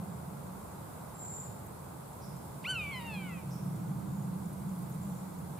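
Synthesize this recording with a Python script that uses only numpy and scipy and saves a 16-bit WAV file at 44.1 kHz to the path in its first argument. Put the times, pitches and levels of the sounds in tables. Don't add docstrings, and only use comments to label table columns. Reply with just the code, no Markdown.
import sys
import numpy as np
from scipy import signal
from scipy.io import wavfile
from scipy.ndimage import uniform_filter1d

SR = 44100
rng = np.random.default_rng(int(sys.argv[2]) if len(sys.argv) > 2 else 0)


def volts_from_decibels(level):
    exponent = np.asarray(level, float) / 20
    return 10 ** exponent


def wav_record(signal):
    frames = np.transpose(np.atleast_2d(signal))
    bounded = np.clip(frames, -1, 1)
    quanta = np.round(bounded * 32767).astype(np.int16)
    wavfile.write(sys.argv[1], SR, quanta)


N = 246519

# time in seconds, level in dB, load as the dB by which the upper note leads the drone.
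DRONE = [(0, -46.5, 5), (.42, -44, 0.5), (.58, -51, 2), (.9, -59, -5), (1.3, -50, -6.5),
         (1.75, -53.5, -5.5), (2.1, -53.5, -7), (2.26, -46, 0), (2.5, -49, -5.5), (2.85, -45, 1.5),
         (3.4, -40, 0.5), (3.8, -36, 3.5), (4.1, -37, -1), (4.6, -40, 3.5), (4.9, -37.5, -3.5),
         (5.1, -39, 0.5), (5.35, -44.5, 10.5), (5.59, -42.5, -2)]
# frequency in Hz, level in dB per Hz.
DRONE_COLOUR = [(70, -34), (95, -32), (120, 1), (145, 6), (165, -3), (185, -8), (220, -64)]
NOTE_COLOUR = [(140, -38), (165, 2), (190, 5), (202, -2), (225, -18.5), (270, -52)]
ROAR_COLOUR = [(200, -46), (240, 2), (300, 6), (360, -1), (420, -43)]

# frequency in Hz, level in dB per Hz.
ROADS_COLOUR = [(12, -69), (20, -46), (53, -18.5), (69, -8), (118, -3), (190, -4.5), (240, -10.5),
                (310, -11.5), (450, -11), (760, -12.5), (900, -10.5), (1200, -16), (1600, -23),
                (1800, -32.5), (2800, -37.5), (4000, -77)]
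HISS_COLOUR = [(1200, -32), (2000, 0.5), (2800, -8.5), (3460, -4), (5000, -5.5), (5900, -7.5), (7000, -2),
               (7950, 0.5), (10500, 1), (13100, -1.5), (15500, -3), (15800, -28)]
# time in seconds, roads in dB, leaves in dB.
DRIFT = [(0, 1.2, 0.3), (1, 1.2, 1.6), (2, 0.1, 0.7), (3, 0, 2), (4, 0.1, 0), (5, -0.2, 1.4),
         (5.6, 0.3, 0.9)]
# frequency in Hz, likeness from -1 to 1.
ROADS_LIKENESS = [(60, .9), (160, .85), (270, .4), (450, -.04), (740, .2), (1220, .15), (2500, .1)]
# frequency in Hz, left minus right in dB.
BALANCE = [(60, -2), (240, -1.5), (950, -2), (3770, 0), (15000, -0.5)]

# time in seconds, level in dB, pitch in Hz.
TICKS = [(0.4658, -63, 7080), (0.7148, -63, 7080), (0.9552, -62, 7350), (1.1924, -53, 7230),
         (1.4294, -60, 7100), (1.6661, -56, 7210), (1.8991, -60, 7080), (2.1291, -58, 7090),
         (2.366, -61, 7100), (2.8355, -61, 6690), (3.0634, -60, 6590), (3.2929, -58, 7190),
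         (3.5309, -56, 6760), (3.7604, -60, 7040), (3.9948, -61, 7090), (4.2244, -64, 6910),
         (4.4573, -56, 7190), (4.6902, -59, 7010), (4.9227, -56, 7030), (5.1502, -61, 7130),
         (5.3857, -59, 7180)]
# time in seconds, level in dB, pitch in Hz.
RASPS = [(1.6604, -53, 12800), (2.8364, -54, 10200), (2.8694, -61, 10300), (2.9054, -54, 10400),
         (2.9555, -53, 11200), (3.0044, -52, 11200), (3.0639, -51, 11660), (4.5293, -51, 10100),
         (4.592, -56, 10600), (4.7404, -60, 10400), (4.7814, -52, 11300), (4.8199, -52.5, 12300),
         (4.8564, -59.5, 11700), (4.8944, -50, 12600), (4.9382, -52, 10300)]

# start in seconds, length in seconds, level in dB, centre in Hz, widest warble in Hz.
TRILLS = [
    (1.135, 0.04, -47, 7500, 150),
    (1.168, 0.28, -46, 7387, 350),
]
SEEPS = [
    (4.06, .19, -66, 7250, 130),
    (4.995, .065, -56, 7330, 130),
    (5.075, .13, -63, 7320, 110),
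    (5.0, .21, -73, 6050, 95),
]
BUZZES = [
    (2.205, .15, -54, 5500, 830),
    (3.497, 0.099, -52.5, 5700, 810),
]
# attack in seconds, release in seconds, level change in dB per second,
# pitch drop in Hz per second, warble at the start and at the end as shares of the widest.
TRILL_SHAPE = (.022, .03, 6, -60, .3, 1.05)
SEEP_SHAPE = (.03, .025, -10, 1500, .7, .95)
BUZZ_SHAPE = (.016, .04, -125, 3300, 1.1, .3)

# time in seconds, pitch in Hz.
SLIDE = [(2.903, 1145), (2.958, 1021), (2.985, 1006), (3.006, 945), (3.072, 928), (3.185, 797), (3.27, 736),
         (3.31, 678), (3.43, 560)]
# time in seconds, level in dB.
EFFORT = [(2.645, -39), (2.668, -39.5), (2.71, -25.5), (2.745, -37.5), (2.82, -41), (2.97, -43),
          (3.15, -41), (3.39, -45.5), (3.43, -60)]
# time in seconds, boost in dB.
GAPE = [(2.64, 7), (2.71, -4.8), (2.8, -1), (2.905, -17), (2.932, 12), (2.985, 11), (3.05, -3), (3.15, 14),
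        (3.26, 3)]
# frequency in Hz, share of the boost from 0 to 1.
GAPE_BAND = [(2630, 0), (4030, 1), (5300, 1), (6900, 0)]
# frequency in Hz, width in Hz, level in dB.
WINDPIPE = [(955, 243, -10), (1495, 225, -7.5), (2009, 257, -3), (2543, 769, 5), (2813, 150, -6),
            (3015, 262, -37), (3766, 167, -13), (4176, 212, -9.5), (4680, 431, -18), (5082, 177, -15),
            (5743, 429, -21.5), (6072, 159, -18.5), (7490, 1306, -18), (9121, 309, -13)]
# start in seconds, level against the first in dB.
NEXT_MEW = (5.582, -7)

# frequency in Hz, time to die by 60 dB in seconds.
TREES = [(800, 0.36), (2500, 1), (4500, 1), (6000, 0.92), (8000, 0.33)]


def evened(x):
    return x / np.sqrt(np.mean(x ** 2) + 1e-20)


def read(points, hz):
    f, value = np.transpose(points)
    return np.interp(np.log(hz + 1), np.log(f + 1), value, left=value[0], right=value[-1])


def curves(rows, smooth_s):
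    s, *columns = np.transpose(rows)
    t = np.arange(s[0], s[-1], 1 / SR)
    span = max(int(smooth_s * SR), 1)
    return [uniform_filter1d(np.interp(t, s, c), span, mode="nearest") for c in columns]


def add(mix, s, sound):
    part = mix[round(s * SR):][:len(sound)]
    part += sound[:len(part)]


def wander(length, rate_hz):
    span = max(int(SR / rate_hz), 1)
    once = uniform_filter1d(rng.standard_normal(length), span)
    return evened(uniform_filter1d(once, span))


def resonate(x, hz, width):
    turn = np.exp(2j * np.pi * hz * np.arange(x.shape[-1]) / SR)
    r = np.exp(-np.pi * width / SR)
    smooth = signal.lfilter([(1 - r) ** 2], [1, -2 * r, r * r], x / turn)
    return 2 * (turn * smooth).real


def noise(colour, likeness, patchy_db, size):
    hop, hz = size // 4, np.fft.rfftfreq(size, 1 / SR)
    a, b, c, d, patches = rng.standard_normal((N // hop + 5, len(hz), 5)).T
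    patches = evened(uniform_filter1d(uniform_filter1d(patches, 10, 0), 10, 1))
    same = np.clip(likeness + 0 * hz, -1, 1)[:, None]
    left = a + 1j * b
    right = same * left + np.sqrt(1 - same ** 2) * (c + 1j * d)
    z = np.array([left, right])
    z *= volts_from_decibels(np.array([.5, -.5])[:, None] * read(BALANCE, hz))[..., None]
    z *= volts_from_decibels(read(colour, hz)[:, None] + patchy_db * patches)
    return evened(signal.istft(z, nperseg=size, noverlap=size - hop)[1][:, :N])


def traffic():
    db, load_db = (np.pad(c, (0, N), "edge")[:N] for c in curves(DRONE, 0.027))
    drone = noise(DRONE_COLOUR, 1.0, 1.84, size=4096)
    note = noise(NOTE_COLOUR, 0.89, 1.5, size=4096)
    engine = volts_from_decibels(db - 3.5) * (volts_from_decibels(-load_db / 2) * drone + volts_from_decibels(load_db / 2) * note)

    nearest_s, spread_s = 4.15, .5
    distance = np.hypot(1, (np.arange(N) / SR - nearest_s) / spread_s)
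    roar = volts_from_decibels(-51.5) * noise(ROAR_COLOUR, 0.38, 0.81, size=4096) / distance
    hum = volts_from_decibels(-59) * evened(resonate(rng.standard_normal(N), hz=81.4, width=7.1))
    return engine + roar + hum


def field():
    roads_db, leaves_db = (c[:N] for c in curves(DRIFT, 0.28))
    roads_same = read(ROADS_LIKENESS, np.fft.rfftfreq(2048, 1 / SR))
    roads = volts_from_decibels(-47.5 + roads_db) * noise(ROADS_COLOUR, roads_same, 0.18, size=2048)
    hiss = volts_from_decibels(-58.5 + leaves_db) * noise(HISS_COLOUR, .04, 0.8, size=1024)
    whine = volts_from_decibels(-74) * evened(resonate(rng.standard_normal((2, N)), hz=12950, width=300))
    return roads + hiss + whine


def insects(events, length_s, width, teeth_per_s):
    out = np.zeros(N)
    for s, db, hz in events:
        scrape = rng.standard_normal(2000)[:int(length_s * SR)]
        tooth_place = np.arange(len(scrape)) * teeth_per_s / SR % 1
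        scrape = scrape * (0.21 + (tooth_place < .3))
        stroke = evened(resonate(scrape, hz, width)) * np.hanning(len(scrape))
        add(out, s - 0.23 * length_s, volts_from_decibels(db) * stroke)
    return out


def small_birds(calls, shape, warble_hz, uneven, lean, fade):
    out = np.zeros(N)
    attack_s, release_s, level_db_per_s, drop_hz_per_s, first, last = shape
    for s, length, db, hz, depth_hz in calls:
        t = np.arange(0, length, 1 / SR)
        edge = np.clip(np.minimum(t / attack_s, (length - t) / release_s), 0, 1)
        rate_hz = warble_hz * (1 + uneven * wander(len(t), 33.5))
        swing = np.sin(2 * np.pi * np.cumsum(rate_hz) / SR)
        strength = np.sqrt(2) * volts_from_decibels(db + level_db_per_s * t) * edge ** 2
        strength *= (1 - lean * swing) * (1 - fade * swing ** 2)
        depth = depth_hz * (first + (last - first) * t / length)
        pitch = hz - drop_hz_per_s * t + depth * swing
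        add(out, s, strength * np.sin(2 * np.pi * np.cumsum(pitch) / SR))
    return out


def mew_pitch(t, start_s):
    top_s, top_hz, rise_hz = 2.71, 1526, 925
    let_go_s, relaxed_hz, relax_s = 2.738, 1075, .077
    rise = top_hz - rise_hz * np.clip((top_s - t) / (top_s - start_s), 0, 1) ** 2.7
    arch = rise - 72000 * (np.clip(t, top_s, let_go_s) - top_s) ** 2
    arch = relaxed_hz + (arch - relaxed_hz) * np.exp(-np.maximum(t - let_go_s, 0) / relax_s)
    slide = np.interp(t, *np.transpose(SLIDE))
    on_arch = (t < let_go_s) | (t < SLIDE[0][0]) & (arch > slide)
    return uniform_filter1d(np.where(on_arch, arch, slide), size=300, mode="nearest")


def windpipe(hz):
    grid = np.arange(0, SR / 2, 5)
    pipe = 0
    for k, (f, width, db) in enumerate(WINDPIPE):
        pipe = pipe + (-1) ** k * volts_from_decibels(db) / (1 + 2j * (grid - f) / width) ** 2
    notch = 1 - .74 / (1 + 2j * (grid - 2817) / 63)
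    return np.interp(hz, grid, 20 * np.log10(abs(pipe * notch)))


def buzzard():
    start_s = 2.634
    t = np.arange(start_s, SLIDE[-1][0], 1 / SR)
    hz = mew_pitch(t, start_s)
    hoarse = .002 + .045 * np.exp(-np.arange(len(hz)) / SR / .012)
    phase = 2 * np.pi * np.cumsum(hz * (1 + hoarse * wander(len(hz), 216))) / SR

    effort_db = uniform_filter1d(np.interp(t, *np.transpose(EFFORT)), size=250, mode="nearest")
    gape_db = np.interp(t, *np.transpose(GAPE))
    loss_db = 1.8 + 6.8 * (1 - hz / hz.max())
    call = np.zeros(len(t))
    for k in range(1, 8):
        partial_db = effort_db + windpipe(k * hz) - (k - 1) * loss_db
        partial_db += read(GAPE_BAND, k * hz) * gape_db
        flutter_db = (.3 + .25 * k) * wander(len(hz), 60)
        call += volts_from_decibels(partial_db + flutter_db) * np.sin(k * phase)
    onset_s = .011
    call *= np.sqrt(2) * np.clip(np.minimum(t - start_s, t[-1] - t) / onset_s, 0, 1) ** 2

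    out = np.zeros(N)
    next_s, next_db = NEXT_MEW
    add(out, start_s, call)
    add(out, next_s, volts_from_decibels(next_db) * call)
    puff_s = .03
    for s in (start_s, next_s):
        air = evened(resonate(rng.standard_normal(int(puff_s * SR)), hz=3200, width=3000))
        add(out, s - puff_s / 2, volts_from_decibels(-64) * air * np.hanning(len(air)))
    return out


def echo(x, delay_s):
    taps = np.zeros((2, SR))
    at = np.arange(0, SR - 20, 20)
    at = at + rng.integers(0, 20, (2, len(at)))
    np.put_along_axis(taps, at, rng.choice([-1., 1.], at.shape), 1)
    taps[:, :int(delay_s * SR)] = 0
    hz, t, z = signal.stft(taps, SR, nperseg=256)
    dying = volts_from_decibels(-60 * t / read(TREES, hz)[:, None])
    tail = signal.istft(z * dying, SR, nperseg=256)[1]
    return signal.fftconvolve(x[None], tail / np.linalg.norm(tail[0]), axes=1)[:, :N]


def scene():
    mix = traffic() + field()
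    cricket = insects(TICKS, length_s=0.011, width=1050, teeth_per_s=600)
    mix += volts_from_decibels(-2.5) * cricket * volts_from_decibels(np.array([[-.6], [.6]]))
    grasshopper = insects(RASPS, length_s=0.023, width=5200, teeth_per_s=900)
    mix += volts_from_decibels(-6.0) * grasshopper * volts_from_decibels(np.array([[-2.5], [1.5]]))

    trill = small_birds(TRILLS, TRILL_SHAPE, warble_hz=48, uneven=.1, lean=.35, fade=.1)
    trill += small_birds(SEEPS, SEEP_SHAPE, warble_hz=48, uneven=.1, lean=.35, fade=.1)
    late = .66 * (np.roll(trill, 1) + np.roll(trill, 2))
    mix += volts_from_decibels(-6.0) * np.array([late, trill]) + volts_from_decibels(-3.0) * echo(trill, .004)
    buzz = small_birds(BUZZES, BUZZ_SHAPE, warble_hz=75, uneven=.3, lean=.15, fade=.85)
    mix += volts_from_decibels(-2.5) * buzz + volts_from_decibels(-3.0) * echo(buzz, .004)

    mew = buzzard()
    dull = signal.lfilter(*signal.butter(2, 6500, fs=SR), mew)
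    mix += mew + volts_from_decibels(-15) * echo(dull, .022)
    return mix


def roll_off(x):
    return signal.sosfilt(signal.butter(12, 15660, fs=SR, output="sos"), x)


def record(dry):
    return roll_off(dry)


dry = scene()
out = record(dry)
wav_record(out)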